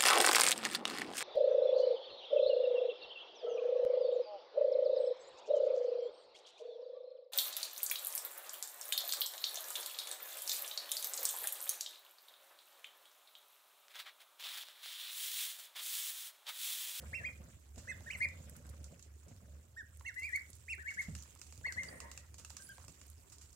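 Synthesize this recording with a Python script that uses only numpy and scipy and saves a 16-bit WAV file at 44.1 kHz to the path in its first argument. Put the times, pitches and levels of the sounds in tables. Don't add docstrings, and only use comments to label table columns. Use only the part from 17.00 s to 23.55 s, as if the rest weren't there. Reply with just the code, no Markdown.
import sys
import numpy as np
from scipy import signal
from scipy.fft import rfft, irfft, next_fast_len
from scipy.io import wavfile
from scipy.ndimage import uniform_filter1d

SR = 44100
rng = np.random.default_rng(int(sys.argv[2]) if len(sys.argv) > 2 else 0)


def boost(x):
    u = np.asarray(x, float) / 20
    return 10 ** u


def wav_record(signal):
    frames = np.transpose(np.atleast_2d(signal))
    bounded = np.clip(frames, -1, 1)
    quanta = np.round(bounded * 32767).astype(np.int16)
    wavfile.write(sys.argv[1], SR, quanta)


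N = 288855

# time in seconds, peak level in dB.
RATTLE = [(0.036, -56), (0.128, -55), (0.215, -57), (0.398, -63), (0.778, -48), (0.893, -51), (0.958, -53),
          (1.011, -53), (1.077, -57), (1.155, -50.5), (1.25, -51), (1.33, -54), (1.401, -57), (1.471, -57),
          (1.525, -59), (1.574, -54.5), (1.611, -67), (1.651, -60), (1.695, -61), (1.738, -65),
          (1.788, -64), (1.819, -72), (1.907, -58), (1.928, -61), (2.273, -53), (2.309, -51.5),
          (2.435, -64), (2.484, -62), (2.541, -65)]


def unit(x):
    return x / np.sqrt(np.mean(x ** 2) + 1e-20)


def wander(samples):
    return unit(uniform_filter1d(rng.standard_normal(N), samples))


def ports(left_right_db):
    return boost([[left_right_db / 2], [-left_right_db / 2]])


def along(points, hz):
    f, v = np.transpose(points)
    return np.interp(np.log(hz + 1), np.log(f + 1), v)


def curves(rows):
    s, *cols = np.transpose(rows)
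    return [np.interp(np.arange(N) / SR, s, c) for c in cols]


def filtered(x, response):
    m = next_fast_len(N + SR // 2)
    return irfft(rfft(x, m) * response(np.fft.rfftfreq(m, 1 / SR)), m)[..., :N]


def resonances(modes):
    def response(f):
        total = 0
        for k, (centre, width, db) in enumerate(modes):
            ring = 1j * f * width / (centre * centre - f * f + 1j * f * width)
            total = total + (-1) ** k * boost(db) * ring
        return total
    return response


def rush(spectrum, alike, patchy_db, pan_db):
    z = signal.stft(rng.standard_normal((2, N)), nperseg=256)[2]
    field = uniform_filter1d(rng.standard_normal(z.shape[1:]), 8, 0)
    field = unit(uniform_filter1d(field, 6, 1))
    patchy = signal.istft(z * boost(patchy_db * np.clip(field, -2, 2)), nperseg=256)[1][:, :N]
    a, b = filtered(patchy, lambda hz: boost(along(spectrum, hz)))
    turn = np.arccos(np.clip(alike, 0, 1)) / 2
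    pair = np.cos(turn) * a + np.sin(turn) * b * np.array([[1], [-1]])
    return pair / np.std(pair.mean(0)) * ports(pan_db)


def bursts(times, gains_db, t60s, modes, alike, pan_db):
    t = np.arange(round(.1 * SR)) / SR
    noise = rng.standard_normal((len(times), 3, len(t)))
    x = np.zeros((2, N + len(t)))
    for s, db, t60, chance in zip(times, gains_db, t60s, noise):
        dying = boost(db - 60 * t / np.clip(t60, .003, .2))
        x[:, round(s * SR):][:, :len(t)] += dying * (alike * chance[0] + (1 - alike) * chance[1:])
    return filtered(x[:, :N], resonances(modes)) * ports(pan_db)


def walls(x, early_db, late_db):
    # frequency in Hz, time to fall 60 dB in seconds.
    ring_times = [(200, .25), (2000, .28), (3200, .22), (4500, .12), (12000, .07)]
    hz, t, z = signal.stft(rng.standard_normal((2, SR // 2)), SR, nperseg=256)
    tail = signal.istft(z * boost(-60 * t / along(ring_times, hz)[:, None]), SR, nperseg=256)[1]
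    fade_in = np.minimum(np.arange(tail.shape[1]) / 400, 1)
    tail *= boost(late_db) / np.linalg.norm(tail[0]) * fade_in
    delays = rng.integers(40, 500, (2, 6))
    tail[[[0], [1]], delays] += boost(early_db) * np.sign(rng.standard_normal((2, 6)))
    return x + signal.fftconvolve(x, tail, axes=1)[:, :N]


def shaking():
    # start in seconds, length in seconds, level in dB.
    bouts = [
        (-.05, 0.34, -60),
        (0.397, 0.065, -61),
        (0.756, 1.204, -63.5),
        (2.257, 0.34, -67.5),
        (3.956, 0.26, -69),
        (4.63, 0.61, -68.5),
        (4.807, 0.17, -60),
        (5.34, 0.64, -70),
    ]
    calm_db, swell_s, settle_s, sag_db_per_s = -76, 0.0044, 0.17, 2.5
    levels = []
    for s, d, db in bouts:
        end_db = db - sag_db_per_s * d
        levels += curves([(s, calm_db), (s + swell_s, db), (s + d, end_db), (s + d + settle_s, calm_db)])
    return np.max(levels, axis=0)


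def beats():
    x = np.bincount((np.transpose(RATTLE)[0] * SR).astype(int), minlength=N)
    return np.convolve(x, np.hanning(round(2 * .022 * SR)), "same")


def drone():
    # time in seconds, pitch in Hz, level in dB.
    motor_points = [(0.0, 74.76, -50.5), (0.47, 74.3, -64), (0.56, 76.5, -62), (0.69, 71.76, -57),
                    (1.33, 82.7, -55.5), (1.48, 72.45, -56), (1.81, 76.6, -53.5), (2.11, 70.4, -68),
                    (2.32, 77.2, -56.5), (2.59, 72.2, -63), (3.87, 77.2, -57.5), (4.03, 78.1, -85),
                    (4.1, 76.9, -44), (4.3, 72.1, -63), (4.67, 76, -57), (5.78, 71.47, -59.5),
                    (5.89, 76.4, -60.5), (6.55, 73.9, -64)]
    hz, db = curves(motor_points)
    sway = uniform_filter1d(rng.standard_normal((2, N)), 3000)
    sway = unit(uniform_filter1d(sway, 3000))
    tone = boost(db + 3.1 * sway[0]) * np.sin(2 * np.pi * np.cumsum(hz + 3 * sway[1]) / SR)
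    return tone * ports(-2.2)


def machine(rumble_db):
    # frequency in Hz, level in dB per Hz.
    hum_spectrum = [(25, -70), (45, -8.5), (60, -13), (70, 0.5), (74, 1), (79, -6.5), (100, -8.5),
                    (200, -39), (300, -73)]
    rumble_spectrum = [(65, -34), (110, -2.5), (230, -8.5), (284, -18), (415, -22), (449, -19), (545, -12),
                       (900, -32), (1170, -83.5), (1980, -120)]
    hum_db = -59.5 + 0.05 * (rumble_db - rumble_db.mean())
    hum = boost(hum_db) * rush(hum_spectrum, alike=0.97, patchy_db=-4.0, pan_db=-2)
    swelling_db = rumble_db + 7 * beats()
    rumble = boost(swelling_db) * rush(rumble_spectrum, alike=0.95, patchy_db=1.4, pan_db=-2.0)
    left, right = hum + rumble + drone()
    return np.array([np.roll(left, 9), right])


def rustling(rumble_db):
    # time in seconds, level in dB.
    bustle = [(0.0, -68), (0.73, -73.5), (1.07, -66.5), (1.28, -71.5), (1.88, -73), (2.06, -74),
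              (2.77, -78), (3.01, -73), (3.23, -66), (3.61, -71), (4.03, -68), (4.69, -68.5), (4.98, -70),
              (5.18, -71.5), (5.4, -76.5), (5.54, -66.5), (6.04, -70), (6.55, -72.5)]
    # frequency in Hz, level in dB.
    scuff_spectrum = [(700, -50.5), (900, -3), (1500, -1), (2500, -8), (4000, -12.5), (5000, -18.5)]
    rustle_spectrum = [(1470, -14), (2500, -9), (4000, -11.5), (5490, -7.5), (6510, -4.5), (7310, 1),
                       (8790, -5.5), (10100, -13), (15800, -16)]
    rustle_db, = curves(bustle)
    scuff_db = -76.5 + 0.4 * (rustle_db - rustle_db.mean()) + 0.66 * (rumble_db - rumble_db.mean())
    grains = unit(boost(2.5 * wander(90) + 1.5 * wander(1500)))
    scuff = boost(scuff_db) * rush(scuff_spectrum, alike=0.019, patchy_db=5.5, pan_db=3.0)
    rustle = boost(rustle_db) * grains * rush(rustle_spectrum, alike=0.033, patchy_db=3.0, pan_db=-7.5)
    return scuff + rustle


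def hiss():
    # frequency in Hz, level in dB.
    hiss_spectrum = [(120, -77), (200, -22), (254, -4.5), (416, -5.5), (599, -26.5), (681, -10.5),
                     (746, -14), (3400, -34.5), (7890, -24), (15800, -24)]
    return boost(-75.5) * rush(hiss_spectrum, alike=0.21, patchy_db=6.0, pan_db=-3.5)


def knocks():
    # time in seconds, peak in dB, bass in dB above the peak.
    foot_blows = [(3.006, -66, 12), (3.489, -63, 17.5), (3.777, -66, 18), (4.084, -48.5, 10.5),
                  (4.524, -61, 12), (4.576, -63, 18.5), (4.609, -52.5, 3), (4.664, -44.5, -4),
                  (4.759, -55, 18.5), (5.386, -53.5, 6), (5.781, -53, -41), (5.88, -55.5, 15),
                  (6.014, -59.5, 11.5)]
    # time in seconds, level in dB, time to fall 60 dB in seconds.
    thumps = [
        (4.083, -9.5, 0.23),
        (4.125, -16, 0.16),
        (4.158, -21, 0.24),
    ]
    # frequency in Hz, width in Hz, level in dB.
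    tub_modes = [(470, 55, -2), (568, 50, -1), (651, 107, -3), (917, 270, -16)]
    floor_modes = [(76.4, 23, -1), (170, 53, -12), (230.4, 46, -13)]
    board_modes = [(76.6, 15, 4.5), (201, 92, -12.5)]
    rattle_bass_db = 9.5
    rattles = [(s, db, rattle_bass_db) for s, db in RATTLE]
    s, db, bass_db = np.transpose(rattles + list(foot_blows))
    blows = np.zeros((2, N))
    blows[:, np.round(s * SR).astype(int)] = boost(db + 30.5) * ports(-3)
    wall = filtered(blows, resonances(tub_modes))
    wall += bursts(s, db + 12.5, 0.059 + 0 * s, tub_modes, alike=0.53, pan_db=-3.0)
    wall = filtered(wall, lambda hz: resonances([(560, 400, 1.6)])(hz) ** 2)
    floor = bursts(s, db + bass_db + 20, 0.16 + 0 * s, floor_modes, alike=0.7, pan_db=-2.0)
    return wall + floor + bursts(*np.transpose(thumps), board_modes, alike=0.78, pan_db=-1.5)


def arch(row, shape, throat):
    s, crest_hz, effort_db, rise, fall = row
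    u = np.linspace(-1, 1, num=33)
    length, bend, lost_db, late = [np.where(u < 0, a, b) for a, b in [(rise, fall), *shape]]
    rest_hz = min(1340, .94 * crest_hz)
    hz = crest_hz - (crest_hz - rest_hz) * abs(u) ** bend
    return np.transpose([s + u * length, hz, effort_db + along(throat, hz) - lost_db * abs(u) ** late])


def whistle(call, overtones_db, place, by_effort):
    s, *cols = np.transpose(call)
    n = np.arange(round(s[0] * SR), round(s[-1] * SR))
    hz, db = [uniform_filter1d(np.interp(n / SR, s, c), 220, mode="nearest") for c in cols]
    edge = np.clip(np.minimum(n - n[0], n[-1] - n) / 180, 0, 1)
    turn = 2 * np.pi * np.cumsum(hz) / SR
    f, pan_db, lead = np.transpose(place)
    half = boost(np.interp(hz, f, pan_db) / 2) * np.exp(.5j * np.interp(hz, f, lead))
    pair = np.array([half, 1 / half]) / np.maximum(abs(half + 1 / half) / 2, .4)
    sound = np.imag(pair * np.exp(1j * turn))
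    flutter = rng.standard_normal((4, 4 + len(n) // 140))
    effort_db = by_effort * (db - db.max()) - 36 * (1 - hz / hz.max())
    overtone_pan_db = [-3.5, -9.5, -10.5, -10.5]
    for k, overtone_db in enumerate(overtones_db):
        patchy_db = 5 * np.interp(n, np.linspace(n[0], n[-1], len(flutter[k])), flutter[k]) + effort_db
        tone = np.sin((k + 2) * turn + [[0], [k]])
        sound = sound + boost(overtone_db + patchy_db) * ports(overtone_pan_db[k]) * tone
    return n, np.sqrt(2) * edge * boost(db) * sound


def peeps():
    # time in seconds, pitch in Hz, level in dB.
    first_pair = [
        [(0.126, 1442, -67), (0.136, 1974, -46.5), (0.142, 2204, -40.5), (0.15, 2653, -44),
         (0.162, 2720, -40.5), (0.172, 2723, -45), (0.182, 2130, -53), (0.2, 1858, -57.5), (0.228, 1576, -67)],
        [(0.242, 1855, -54), (0.252, 2140, -37), (0.26, 2430, -44.5), (0.27, 2467, -40.5), (0.282, 2417, -46),
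         (0.29, 2030, -49), (0.299, 1610.0, -72)],
    ]
    long_pair = [
        [(3.153, 1540, -73), (3.168, 1928, -49.5), (3.185, 2050, -43.5), (3.215, 2053, -50.5),
         (3.24, 2275, -40), (3.258, 2452, -44), (3.275, 2280, -47), (3.29, 1928, -51), (3.3, 1690, -57)],
        [(3.315, 1793, -75), (3.335, 1955, -38.5), (3.35, 2116, -39.5), (3.36, 2254, -32), (3.368, 2237, -37.5),
         (3.374, 2000, -41.5), (3.381, 1380, -62)],
    ]
    shy_pair = [
        [(3.779, 1326, -61), (3.79, 1674, -60), (3.806, 1930, -56), (3.82, 1807, -61), (3.835, 1470, -67)],
        [(3.85, 1590, -61.5), (3.868, 1890.0, -49.5), (3.882, 2206, -41.5), (3.892, 2262, -38.5),
         (3.905, 2140, -45.5), (3.915, 1760, -53.5), (3.927, 1340.0, -68)],
    ]
    last_pair = [
        [(4.638, 1450, -63), (4.648, 1820, -49.5), (4.658, 2052, -36), (4.67, 2248, -42.5), (4.68, 2174, -50),
         (4.69, 1980, -40), (4.705, 1680, -62), (4.72, 1562, -55.5), (4.745, 1469, -85)],
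        [(4.76, 1568, -67), (4.775, 1860, -51), (4.786, 2017, -37), (4.8, 2155, -44), (4.812, 2082, -41),
         (4.83, 1720, -65), (4.85, 1550, -73), (4.862, 1470, -71)],
    ]
    # time in seconds, pitch in Hz, level in dB.
    near_peeps = [
        [(1.099, 1818, -52), (1.106, 2160, -39), (1.113, 2570, -43.5), (1.122, 3085, -61), (1.132, 2883, -48),
         (1.143, 2335, -50), (1.154, 2104, -44.5), (1.163, 1860, -50)],
        [(3.967, 1500, -58), (3.98, 1807, -52.5), (3.992, 2102, -37), (4.002, 2236, -39), (4.01, 1996, -40.5),
         (4.022, 1461, -65)],
        [(1.199, 1518, -66), (1.21, 1978, -39.5), (1.22, 2200, -39), (1.23, 2390, -37), (1.241, 2474, -39.5),
         (1.25, 2364, -36), (1.257, 2005, -41.5), (1.265, 1770, -65)],
        [(1.208, 1839, -70), (1.217, 2076, -38), (1.228, 2141, -37), (1.238, 2197, -42), (1.248, 2176, -36.5),
         (1.256, 1896, -43.5), (1.264, 1750, -56)],
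    ]
    sharp_peeps = [
        [(3.043, 1564, -80), (3.052, 1890, -51), (3.068, 2170, -49.5), (3.082, 2190, -44),
         (3.095, 1890.0, -44.5), (3.108, 1520, -62.5), (3.123, 1360.0, -68)],
        [(3.676, 1330, -85), (3.683, 1930, -48), (3.692, 2480, -48), (3.707, 2772, -44.5), (3.72, 2725, -45),
         (3.733, 2300, -38.5), (3.745, 1890.0, -50), (3.754, 1646, -68)],
    ]
    soft_peeps = [
        [(5.59, 1303, -75), (5.597, 1564, -66), (5.603, 1595, -57), (5.61, 1552, -74), (5.622, 1580, -64),
         (5.634, 1550, -72)],
        [(5.687, 1450, -70), (5.694, 1570, -55.5), (5.702, 1632, -52.5), (5.712, 1600, -55.5),
         (5.725, 1484, -61), (5.735, 1590, -69), (5.75, 1600, -83)],
    ]
    # crest time in seconds, crest in Hz, effort in dB, rise and fall in seconds.
    arched_peeps = [
        (0.9, 2090, -42, 0.029, 0.03),
        (1.08, 1890, -47.5, 0.022, 0.018),
        (2.785, 1884, -46.5, 0.023, 0.04),
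    ]
    # power of the arch, breath lost at the end in dB, how late it is lost.
    arch_shape = [(2.6, 1.92), (14.5, 20), (1.9, 5.2)]
    # pitch in Hz, level in dB.
    arch_throat = [(1400, -4.5), (1700, -1.5), (2050, -3), (2250, -3), (2600, 1), (2950, -6)]
    # second to fifth overtone of one call, in dB beside the whistle.
    pair_voices = [(-22.5, -21.5, -36, -44), (-23.5, -25, -28, -35), (-29, -29, -38, -40),
                   (-33, -31, -42, -45)]
    near_voices = [(-11, -9, -21, -38), (-34, -26, -27, -26), (-24, -35, -30, -38),
                   (-26.5, -32, -32, -25.5)]
    sharp_voices = [(-22, -15, -21, -30), (-17, -15.5, -25, -38)]
    soft_voices = [(-29, -35, -40, -45), (-16.5, -19, -42, -45)]
    arch_voices = [(-26, -16.5, -14.5, -34), (-20.5, -34, -32, -36), (-24.5, -23.5, -17.5, -36)]
    # frequency in Hz, left over right in dB, lead of the left in radians.
    near = [(1500, 7, 4.5), (1750, 2.5, 3.5), (1844, 10, 2.5), (2170, -1, 0.9), (2300, -4, 1),
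            (2530, -6, 0.9), (2820, -12, -0.5)]
    far = [(1470, 6, 1.67), (1690, -3, 1.34), (2140, -6, 0.8), (2500, 2, -0.83), (2880, -7, -2)]
    # time in seconds, pitch in Hz, level in dB, length in seconds.
    side_tones = [(0.27, 3230, -61.5, 0.023), (0.9, 2588, -52.5, 0.031), (0.93, 3600, -66, 0.029),
                  (3.067, 2750, -45.5, 0.018), (3.235, 2720, -62, 0.11), (4.75, 4400, -62, 0.018),
                  (3.395, 4580, -62, 0.01), (5.672, 4800, -60, 0.0096), (3.892, 2810, -54, 0.013),
                  (4.681, 2680, -51.5, 0.012), (4.888, 4700, -50, 0.012), (4.676, 4450, -56, 0.0271),
                  (4.3, 6600, -67, .02)]
    pairs = [[*a, *b] for a, b in (first_pair, long_pair, shy_pair, last_pair)]
    arches = [arch(row, arch_shape, arch_throat) for row in arched_peeps]
    kinds = [(pairs, pair_voices, near, .2), (near_peeps, near_voices, near, .6),
             (sharp_peeps, sharp_voices, far, .4), (soft_peeps, soft_voices, far, .1),
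             (arches, arch_voices, far, .9)]
    calls = []
    for rows, voices, place, by_effort in kinds:
        calls += [(call, voice, place, by_effort) for call, voice in zip(rows, voices)]
    for s, hz, db, d in side_tones:
        tone = [(s - d / 2, hz, db - 9), (s, hz, db), (s + d / 2, .95 * hz, db - 9)]
        calls.append((tone, [-120], far, 0))
    out = np.zeros((2, N))
    for call in calls:
        n, sound = whistle(*call)
        out[:, n] += sound
    return walls(out, early_db=-23.0, late_db=-11.0)


def pecks():
    # time in seconds, peak in dB.
    crumbs = [(1.565, -56), (1.666, -65), (1.6913, -55.5), (1.8423, -48), (2.026, -52.5), (2.9959, -58),
              (3.2323, -52), (3.531, -52), (3.945, -51.5), (4.224, -48.5), (4.373, -71), (4.3904, -60),
              (5.551, -76), (5.6223, -52.5), (6.0292, -74), (6.2994, -56), (6.383, -53), (6.529, -56)]
    bowl_pecks = [(0.759, -58), (1.287, -54), (1.994, -56), (3.489, -71), (4.151, -45), (4.32, -68),
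                  (4.4152, -46.5), (4.467, -57), (4.524, -51), (4.7236, -44), (4.8332, -44), (5.003, -44),
                  (5.02, -62), (5.115, -46), (5.1755, -45), (5.3422, -51.5), (5.448, -46.5), (5.5676, -43),
                  (5.881, -50), (6.0142, -52)]
    rim_taps = [(1.008, -61), (3.0099, -58.5), (4.258, -64), (4.36, -65), (5.398, -67), (5.505, -60),
                (4.612, -60), (4.665, -52.5), (4.779, -61), (4.89, -56), (5.782, -55), (5.8, -61.5),
                (5.8421, -64)]
    ploughs = [
        (0.7793, -61.5),
        (2.282, -70.5),
        (4.018, -59),
        (3.9, -63.5),
        (5.382, -60.5),
        (5.498, -62.5),
        (6.321, -63),
        (6.412, -64),
    ]
    husks = [(1.496, -44.5), (1.566, -49.5), (1.666, -55), (1.696, -50), (3.75, -53), (4.01, -50),
             (2.972, -54), (3.022, -61), (3.1487, -55), (3.1968, -49), (3.291, -52), (3.361, -40),
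             (3.502, -48), (3.553, -50), (3.565, -54), (5.69, -47.5), (6.066, -56), (6.1, -48.5)]
    ticks = [(1.0065, -50), (3.143, -49), (3.3674, -51), (4.1876, -44), (4.2354, -45), (4.307, -48),
             (4.351, -48), (4.3754, -58), (4.3955, -48), (4.472, -52), (4.5575, -49), (4.577, -45),
             (5.3971, -43.5), (5.5037, -40), (5.8484, -47.5)]
    # bowl knock in dB beside the peak, time to fall 60 dB in seconds, rolling crumbs in dB beside it.
    peck_kinds = [
        (-53, 0.017, -1),
        (-20.5, 0.019, -0.5),
        (-8, 0.0026, -31),
        (-19.5, 0.26, 16),
    ]
    # frequency in Hz, width in Hz, level in dB.
    snap_modes = [(4570, 2460, -7.5), (7320, 1370, 0.5), (15000, 560, -17.5)]
    crack_modes = [(6500, 4000, -3), (11500, 5000, -7), (15000, 2500, -10)]
    husk_modes = [(8040, 3100, 0.55), (11600, 5100, -1.6)]
    tick_modes = [(2900, 1200, -8.5), (6850, 2300, -1), (13100, 4000, -20)]
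    bowl_modes = [(1300, 570, -0.32), (2810, 300, -0.7)]
    rim_modes = [(940, 950, 7.1), (1450, 430, 4)]
    events = []
    for rows, kind in zip((crumbs, bowl_pecks, rim_taps, ploughs), peck_kinds):
        events += [(*row, *kind) for row in rows]
    s, db, bowl_db, t60, spill_db = np.transpose(events)
    rim_s, rim_db = np.transpose(rim_taps)
    husk_s, husk_db = np.transpose(husks)
    tick_s, tick_db = np.transpose(ticks)
    db = db - 8 * np.isin(s, rim_s)
    snap = bursts(s, db + 12.5, t60, snap_modes, alike=0.023, pan_db=-5.0)
    snap += bursts(s, db + 1, t60 / 4, crack_modes, alike=0.5, pan_db=-6)
    snap += bursts(s, db + spill_db, .2 + 0 * s, snap_modes, alike=0.1, pan_db=-7.5)
    snap += bursts(husk_s, husk_db + 5.5, 0.02 + 0 * husk_s, husk_modes, alike=0.18, pan_db=-8.0)
    snap += bursts(tick_s, tick_db + 6, 0.0087 + 0 * tick_s, tick_modes, alike=0.28, pan_db=-9)
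    tap = bursts(s, db + bowl_db + 28.5, 1.06 * t60, bowl_modes, alike=0.93, pan_db=1.5)
    tap += bursts(rim_s, rim_db + 12, 0.014 + 0 * rim_s, rim_modes, alike=0.98, pan_db=-6.5)
    return walls(snap + tap, early_db=-30, late_db=-9)


def strokes():
    # start and end in seconds, from and to frequency in Hz, level in dB.
    slides = [
        (4.165, 4.242, 6220, 6500, -57),
        (1.157, 1.217, 7800, 9040, -56),
        (1.166, 1.202, 11000, 12400, -63),
        (4.745, 5.1, 8930, 8740, -61.5),
        (5.58, 5.67, 5500, 9700, -60),
        (5.592, 5.691, 8030, 10840, -55.5),
        (5.683, 5.804, 9500, 8630, -64),
    ]
    out = np.zeros((2, N))
    for start, end, from_hz, to_hz, db in slides:
        n = np.arange(round(start * SR), round(end * SR))
        width_hz = 1300 + .1 * abs(to_hz - from_hz)
        band = unit(uniform_filter1d(rng.standard_normal((2, len(n))), round(SR / width_hz)))
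        carrier = np.sin(2 * np.pi * np.cumsum(np.linspace(from_hz, to_hz, len(n))) / SR)
        out[:, n] += boost(db) * np.hanning(len(n)) ** .5 * band * carrier
    return out * ports(-6)


def scrape():
    # time in seconds, rub in dB, squeak in dB.
    drag = [
        (4.86, -61, -85),
        (4.93, -53.5, -77),
        (5, -61, -72),
        (5.045, -57, -55.5),
        (5.11, -64, -69.5),
        (5.27, -77.5, -100),
    ]
    # frequency in Hz, width in Hz, level in dB.
    sole_modes = [(244, 84, 4.4), (562, 300, 6.3), (1711, 44, 7.3), (1890, 160, 10.2), (2200, 740, 2.5)]
    squeak_modes = [(920, 31, 1), (1061.7, 55, 1.5), (1650, 290, -6.5)]
    before, after = (drag[0][0] - .05, -110, -110), (drag[-1][0] + 0.068, -110, -110)
    rub_db, squeak_db = curves([before] + list(drag) + [after])
    rub = filtered(rng.standard_normal((2, N)), lambda hz: resonances(sole_modes)(hz) ** 2)
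    squeak = filtered(rng.standard_normal((2, N)), lambda hz: resonances(squeak_modes)(hz) ** 2)
    catches = boost(2 * wander(250))
    return boost(rub_db + 1) * unit(catches * rub) + boost(squeak_db) * unit(squeak)


def scene():
    rumble_db = shaking()
    background = machine(rumble_db) + rustling(rumble_db) + hiss()
    return background + knocks() + peeps() + pecks() + strokes() + scrape()


def low_pass(x):
    return signal.sosfilt(signal.butter(12, 16440, fs=SR, output="sos"), x)


def record(dry):
    heard = filtered(dry, lambda hz: (hz < 15900) * hz ** 4 / (hz ** 4 + 42.7 ** 4))
    return low_pass(heard)


dry = scene()
out = record(dry)
wav_record(out)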